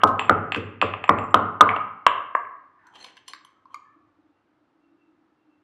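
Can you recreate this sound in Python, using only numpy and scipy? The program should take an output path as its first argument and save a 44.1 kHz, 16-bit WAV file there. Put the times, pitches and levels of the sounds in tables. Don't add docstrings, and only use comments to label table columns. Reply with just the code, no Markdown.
import sys
import numpy as np
from scipy import signal
from scipy.fft import rfft, irfft, next_fast_len
from scipy.io import wavfile

SR = 44100
rng = np.random.default_rng(int(sys.argv[2]) if len(sys.argv) > 2 else 0)


def int16_out(signal):
    q = np.round(np.clip(np.atleast_2d(signal).T, -1, 1) * 32767)
    wavfile.write(sys.argv[1], SR, q.astype(np.int16))


def gain_from_db(level_db):
    decades = np.asarray(level_db, float) / 20
    return 10 ** decades


N = 248283


def unit(x):
    return x / np.sqrt(np.mean(x ** 2) + 1e-20)


def peak(x):
    return x / np.abs(x).max()


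def noise(count):
    return rng.standard_normal(count)


def along(points, hz):
    point_hz, value = np.transpose(points)
    return np.interp(np.log(hz + 1), np.log(point_hz + 1), value)


def filtered(x, response):
    size = next_fast_len(len(x) + SR // 10)
    spectrum = rfft(x, size) * response(np.fft.rfftfreq(size, 1 / SR))
    return irfft(spectrum, size)[:len(x)]


def resonances(peaks, scatter_db=0):
    gains = gain_from_db(np.array(peaks)[:, 2] + scatter_db * noise(len(peaks)))

    def response(f):
        total = 0
        for k, ((hz, width_hz, _), gain) in enumerate(zip(peaks, gains)):
            damping = 1j * f * width_hz
            total = total + (-1) ** k * gain * damping / (hz * hz - f * f + damping)
        return total
    return response


def highpass(f, corner_hz, order):
    return (1j * f / (corner_hz + 1j * f)) ** order


def ringing(modes, swell_s, t):
    total = 0
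    for hz, level_db, t60_s in modes:
        total = total + gain_from_db(level_db + rng.standard_normal() - 60 * t / t60_s) * np.sin(2 * np.pi * hz * t)
    return (1 - np.exp(-t / swell_s)) * total


def struck(response, contact_s, soft_hz, t):
    push = t / contact_s * gain_from_db(-60 * t / contact_s) * (1 + .3 * noise(len(t)))
    rounded = lambda f: 1 / (1 + .9j * f / soft_hz - (f / soft_hz) ** 2) ** 4
    return peak(filtered(push, lambda f: response(f) * rounded(f)))


# hz, t60_s
KITCHEN = [(100, 1), (500, .55), (1200, 0.77), (2400, 0.6), (3300, 0.5), (4300, 0.38), (7500, .4),
           (11000, 0.078)]
# delay_s, level_db
WALLS = [(.004, -6.5), (.009, -17.5), (0.0135, -10.5), (0.017, -12), (0.028, -16.5), (0.056, -19.5)]


def add(track, start_s, sound, wet_db):
    hz, t, z = signal.stft(noise(3 * SR // 4), SR, nperseg=256)
    tail = signal.istft(z * gain_from_db(-60 * t / along(KITCHEN, hz)[:, None]), SR, nperseg=256)[1]
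    tail = np.pad(tail / np.linalg.norm(tail), (round(0.0045 * SR), 0))
    for delay_s, level_db in WALLS:
        tail[round(delay_s * SR)] += gain_from_db(level_db + 4)
    heard = gain_from_db(wet_db) * signal.fftconvolve(sound, tail)
    heard[:len(sound)] += sound
    start = round(start_s * SR)
    part = track[max(start, 0):][:len(heard) + min(start, 0)]
    part += heard[max(-start, 0):][:len(part)]


def air(hz, width_hz, under_db):
    modes = resonances([(0.6 * hz, 250, under_db - 10.5), (.48 * hz + 440, 0.84 * width_hz, under_db),
                        (hz, width_hz, 0), (1.193 * hz, 170, -16)])
    return lambda f: modes(f) * highpass(f, 450, 3)


def knocked(peaks):
    modes = resonances(peaks, 1.0)
    return lambda f: modes(f) * highpass(f, 1100, 2)


# hz, level_db, t60_s
BOOM = [
    (96.75, 2, 0.54),
    (106.3, -5, 0.68),
    (72, -21, .3),
]


def boom(start_s, level_db):
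    start = round(max(start_s, 0) * SR)
    t = np.maximum(np.arange(N) / SR - start_s, 0)[start:][:SR]
    return np.pad(gain_from_db(level_db) * ringing(BOOM, 0.013, t), (start, N))[:N]


# start_s, peak_db, air_hz, thud_db, crack_db
BLOWS = [
    (-.2, -1.5, 1190, -14, -1.5),
    (0.0339, 3.5, 1269, -8, -23),
    (0.2947, -1, 1220, -8.5, -23.5),
    (.560, -27, 1160, -19.5, -28),
    (.824, -9, 1195, -15, -25),
    (1.0917, -1.5, 1200, -9, -22),
    (1.3423, 2, 1242, -11, -11.5),
    (1.6076, 4.5, 1239, -12, -13.5),
    (2.0651, -1.5, 1110, -33, -7),
    (2.35, -9.5, 1126, -47, -20),
]
# blow_db, width_hz
AIR_WIDTH = [(-26, 200), (-8, 140), (-.5, 115), (3, 65), (6.5, 50)]
# blow_db, contact_hz
HARDNESS = [(-28, 1600), (-10, 2300), (-6.5, 3000), (3, 3400)]
# hz, width_hz, level_db
STONE = [(1604, 130, -4.5), (2154, 250, -9.5), (2650, 68, -9), (3060, 430, -11), (3714, 230, -11),
         (4335, 750, -11)]
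# hz, level_db, t60_s
PESTLE = [(7537, 0, .05), (7400, -10, .03), (8942, -7, .025)]
# hz, width_hz, level_db
COUNTER = [(159.3, 83, -1.5), (235.5, 40, 4), (306, 74, 1.5), (433, 38, 6.5), (570, 83, 1.5), (737, 37, -1),
           (830, 65, -1)]
BOOM_DB, BOOM_LOSS = -18, 0.24
RING_DB, RING_GROWS = -35, 1.1
THUD_LATE_S, THUD_FIRST_DB = .0108, -3.5


def pestle_blows():
    track, t = np.zeros(N), np.arange(SR // 5) / SR
    for start_s, peak_db, air_hz, thud_db, crack_db in BLOWS:
        width_hz = np.interp(peak_db, *np.transpose(AIR_WIDTH))
        hard_hz = np.interp(peak_db, *np.transpose(HARDNESS))
        blow = gain_from_db(peak_db) * struck(air(air_hz, width_hz, under_db=-6), 0.0043, 2400, t)
        crack = gain_from_db(crack_db + 1.5) * struck(knocked(STONE), 0.0013, hard_hz, t)
        ring = gain_from_db(RING_DB + RING_GROWS * crack_db) * ringing(PESTLE, 0.0027, t)
        add(track, start_s, gain_from_db(4.0) * (blow + crack + ring), wet_db=-11.0)
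        thud = gain_from_db(thud_db) * struck(resonances(COUNTER, 0.73), 0.0013, hard_hz / 3, t)
        add(track, start_s + 0.00057, gain_from_db(THUD_FIRST_DB) * thud, wet_db=-6)
        add(track, start_s + THUD_LATE_S, thud, wet_db=-4.5)
        track += boom(start_s + 0.015, thud_db + BOOM_DB - BOOM_LOSS * peak_db)
    return track


# time_s, level_db, pitch_hz
DRONE = [(2.801, -75.5, 308), (3.03, -71, 314), (3.27, -83, 309), (3.33, -64.5, 306), (3.5, -88, 303),
         (3.619, -62.5, 306), (3.74, -80, 298), (3.92, -90, 311), (3.97, -61, 312), (4.14, -80, 310),
         (4.2, -63, 305), (4.34, -70.5, 308), (4.68, -72, 310), (4.78, -63.5, 306), (5.2, -63, 318),
         (5.38, -79.5, 304), (5.44, -65.5, 309), (5.63, -69.5, 300)]


def appliance():
    time_s, level_db, pitch_hz = np.transpose(DRONE)
    t = np.arange(N) / SR
    flutter = filtered(noise(N), lambda f: 1 / (1 + (f / 28) ** 4))
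    phase = 2 * np.pi * np.cumsum(np.interp(t, time_s, pitch_hz)) / SR
    return gain_from_db(np.interp(t, time_s, level_db)) * unit(flutter * np.sin(phase))


# hz, level_db_per_hz
HISS = [(15, -58), (25, -28), (43, -25.5), (210, -12.5), (306, -3.5), (445, -16), (850, -14.5), (1080, -17),
        (1270, -14), (1580, -20.5), (2120, -26), (3730, -34), (15600, -61.5)]
HISS_DB = -69


def hiss():
    return gain_from_db(HISS_DB) * unit(filtered(noise(N), lambda f: gain_from_db(along(HISS, f))))


# start_s, peak_db, wall_hz, air_db, ring_db
KNOCKS = [(.016, -27, 2879, -9, -45.5), (0.194, -9, 2650, -5.5, -22.5), (0.2134, -26, 2990, 6.5, -30.5),
          (0.255, -38.5, 2690, -10, -4.5), (.5207, -10.5, 2650, -12, -32), (0.5462, -11.5, 2650, -10, -35),
          (0.8148, -6, 2612, -9, -35.5), (0.9371, -18.5, 2650, -3, -45), (1.0402, -16.5, 2600, -4.5, -33.5),
          (1.078, -30.5, 2506, -1, -17.5), (1.1861, -21, 2654, -1.5, -23), (1.237, -42.5, 2700, -3.5, -8),
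          (1.307, -42.5, 2700, -4.5, -8), (1.6908, -11, 2250, -9.5, -45.5), (1.713, -24, 2250, 5.5, -41.5),
          (1.763, -21.5, 2764, 5, -36.5), (2.451, -36, 2080, -12.5, -56.5)]
KNOCK_SOFT, KNOCK_SHARPENS = 1.2, .8


def wall_knocks():
    track, t = np.zeros(N), np.arange(SR // 5) / SR
    for start_s, peak_db, wall_hz, air_db, ring_db in KNOCKS:
        soft_hz = wall_hz * (KNOCK_SOFT + KNOCK_SHARPENS * gain_from_db(peak_db))
        wall = struck(knocked([(wall_hz, 200, 3)] + STONE), .0006, soft_hz, t)
        puff = gain_from_db(air_db + 0.5) * struck(air(1200, 150, under_db=4), 0.006, 2100, t)
        ring = gain_from_db(ring_db - 4.5) * ringing(PESTLE, .0015, t)
        add(track, start_s, gain_from_db(peak_db + 1.5) * (wall + puff + ring), wet_db=-10.0)
    return track


# start_s, level_db
SPRAY = [
    (0.072, -40.5),
    (0.296, -57),
    (0.549, -56),
    (0.561, -48),
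    (0.823, -54),
    (1.095, -59.5),
    (1.351, -55),
    (1.62, -64),
    (2.07, -53),
]
# hz, level_db_per_hz
POWDER = [(1500, -32), (2800, 4), (5000, -7.5), (9000, -13.5), (12000, -26), (14000, -43.5), (16000, -69.5)]
SPRAY_T60_S, SPRAY_SWELL_S = .11, .0005


def powder_spray():
    track, t = np.zeros(N), np.arange(SR // 5) / SR
    for start_s, level_db in SPRAY:
        grit = unit(filtered(noise(len(t)), lambda f: gain_from_db(along(POWDER, f))))
        swell = 1 - np.exp(-(t / SPRAY_SWELL_S) ** 2)
        burst = 1 + 3 * gain_from_db(-60 * t / .006)
        add(track, start_s, gain_from_db(level_db - 60 * t / SPRAY_T60_S) * swell * burst * grit, wet_db=-13.5)
    return track


# centre_s, level_db, half_length_s
TRAFFIC = [
    (2.499, -81.5, .2),
    (3.05, -79, 0.31),
    (3.95, -77.5, 0.4),
    (4.555, -90.5, 0.24),
    (5.102, -87, 0.21),
    (5.66, -81.5, .1),
]


def traffic():
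    t = np.arange(N) / SR
    low = unit(filtered(noise(N), lambda f: resonances([(100, 50, 0)])(f) ** 2))
    level = sum(gain_from_db(db - 7.6 * ((t - centre_s) / half_s) ** 2) for centre_s, db, half_s in TRAFFIC)
    return level * low


# centre_s, level_db, hz, width_hz
CREAKS = [(2.808, -66, 1710, 397.4), (2.871, -61.5, 1470, 594), (2.86, -62, 934, 203),
          (2.95, -58.5, 905, 200), (3.58, -72, 1293, 69.8), (3.706, -62, 1070, 200), (3.929, -70, 1300, 70),
          (3.859, -69.5, 1728, 70), (3.921, -75, 1766, 70), (4.369, -87, 2727, 70), (4.84, -84.5, 2710, 70),
          (5.02, -81, 2700, 70), (5.411, -88.5, 2724, 70.2), (5.53, -82.5, 2700, 69.8)]


def spoon_creaks():
    track, t = np.zeros(N), np.arange(SR // 6) / SR
    for centre_s, level_db, hz, width_hz in CREAKS:
        rub = unit(filtered(noise(len(t)), lambda f: resonances([(hz, width_hz, 0)])(f) ** 2))
        add(track, centre_s - .05, gain_from_db(level_db) * rub * np.exp(-((t - .05) / 0.036) ** 2), wet_db=-4.5)
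    return track


# hz, width_hz, level_db
STEEL = [(2250, 180, -11), (3138, 340, 5.5), (4195, 145, 4.5), (5000, 840, -5.5), (6180, 136, 0.5),
         (6760, 230, -12), (7500, 99, -3.5), (8400, 130, -6), (9740, 68, -5), (11000, 150, -10.5),
         (12260, 330, -13.5), (14370, 640, -26)]


def steel(x, scatter_db, tilt_db_per_octave):
    modes = resonances(STEEL, scatter_db)

    def response(f):
        tilt = gain_from_db(tilt_db_per_octave * np.log2(f / 4000 + 1e-3))
        return modes(f) * np.abs(modes(f)) * tilt / (1 + (f / 15000) ** 14)
    return filtered(x, response)


# start_s, peak_db, contact_s, crack_db, ring_db
TAPS = [(2.869, -53.5, 0.0017, -18, 13), (2.954, -49, 0.0095, 10.5, 8), (3.043, -43, 0.0094, 12.5, 17),
        (3.084, -54, 0.0026, 16, -16), (3.168, -53, 0.0058, 16, 7), (3.176, -57, 0.002, 23.5, -3),
        (3.279, -42, 0.013, 8, 18), (3.334, -33, 0.00055, 13, -0.5), (3.448, -44, 0.0024, -20, 12),
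        (3.552, -70, 0.0035, -11, -22), (3.654, -41, 0.0081, -26, -21), (3.742, -27, 0.0049, -43, -38)]
TAP_HZ, TAP_RISE_HZ = 1042, 3500


def spoon_taps():
    track, t = np.zeros(N), np.arange(SR // 6) / SR
    stone = lambda f: resonances(STONE, 2)(f) * highpass(f, 2500, 2) / (1 + (f / 5000) ** 6)
    for start_s, peak_db, contact_s, crack_db, ring_db in TAPS:
        hz = TAP_HZ + TAP_RISE_HZ * gain_from_db(peak_db)
        skid = noise(len(t)) * np.sqrt(t / contact_s) * gain_from_db(-40 * t / contact_s)
        tap = struck(lambda f: resonances([(hz, 280, 0)])(f) ** 3, contact_s, 1540, t)
        crack = gain_from_db(crack_db - 3) * peak(filtered(skid, stone))
        ring = gain_from_db(ring_db - 9.5) * peak(steel(skid, 1.4, 7.5))
        swell = 1 - np.exp(-(t / 0.00064) ** 2)
        add(track, start_s, gain_from_db(peak_db) * swell * (tap + crack + ring), wet_db=-10.0)
    return track


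# full_s, hold_s, level_db, bowl_rub_db
STROKES = [
    (2.953, 0.04, -54.5, -6),
    (3.004, 0.035, -52.5, -3.5),
    (3.05, .05, -58.5, -1.5),
    (3.171, .003, -62, -9),
    (3.298, .003, -51, -6),
    (3.342, .025, -67, -9),
    (3.736, 0.025, -66, -0.5),
    (3.82, .005, -83, -10),
]
DIG_DB_PER_S, LIFT_DB_PER_S = 650, 550
RUSTLE_DB = -8


def spoon_strokes():
    track, t = np.zeros(N), np.arange(-SR // 12, SR // 5) / SR
    bowl_modes = [(550, 500, 0), (1100, 400, 0), (1700, 400, -2)]
    for full_s, hold_s, level_db, bowl_db in STROKES:
        dig_db = DIG_DB_PER_S * np.minimum(t, 0)
        lift_db = LIFT_DB_PER_S * np.maximum(t - hold_s, 0)
        clumps = unit(filtered(noise(len(t)), lambda f: 1 / (1 + (f / 120) ** 2)))
        grit = noise(len(t)) * gain_from_db(3.5 * clumps)
        ring = unit(steel(grit, 1.6, .4))
        rustle = unit(filtered(grit, lambda f: gain_from_db(along(POWDER, f / 0.91))))
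        bowl = unit(filtered(grit, lambda f: resonances(bowl_modes)(f) / (1 + (f / 4000) ** 4)))
        stroke = ring + gain_from_db(RUSTLE_DB) * rustle + gain_from_db(bowl_db) * bowl
        add(track, full_s + t[0], gain_from_db(level_db + dig_db - lift_db) * stroke, wet_db=-9.5)
    return track


# start_s, level_db
RIM = (3.744, -40.5)
# hz, width_hz, level_db
BOWL_RIM = [(2125, 51, 4), (2360, 78, 3), (3780, 74, -12), (4590, 170, -3.5), (5670, 360, -13.5),
            (6760, 150, -4), (8080, 190, -15.5), (9700, 200, -22), (11300, 220, -12)]


def rim_knock():
    track, t = np.zeros(N), np.arange(SR // 6) / SR
    start_s, level_db = RIM
    ring = 40 * filtered(gain_from_db(-60 * t / 0.00039), resonances(BOWL_RIM))
    add(track, start_s, gain_from_db(level_db) * ring, wet_db=-14.5)
    return track


def scene():
    pestle = pestle_blows() + wall_knocks() + powder_spray()
    spoon = spoon_creaks() + spoon_taps() + spoon_strokes() + rim_knock()
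    return (pestle + appliance() + hiss() + traffic() + spoon)[None]


def band_limit(x):
    return signal.sosfilt(signal.butter(12, 15700, fs=SR, output="sos"), x)


# time_s, level_db
FADE = [(0, -3.4), (.034, -3), (.295, -.3), (.33, 0)]


def record(dry):
    fade = gain_from_db(np.interp(np.arange(N) / SR, *np.transpose(FADE)))
    return band_limit(fade * np.clip(dry, -1, 1))


dry = scene()
out = record(dry)
int16_out(out)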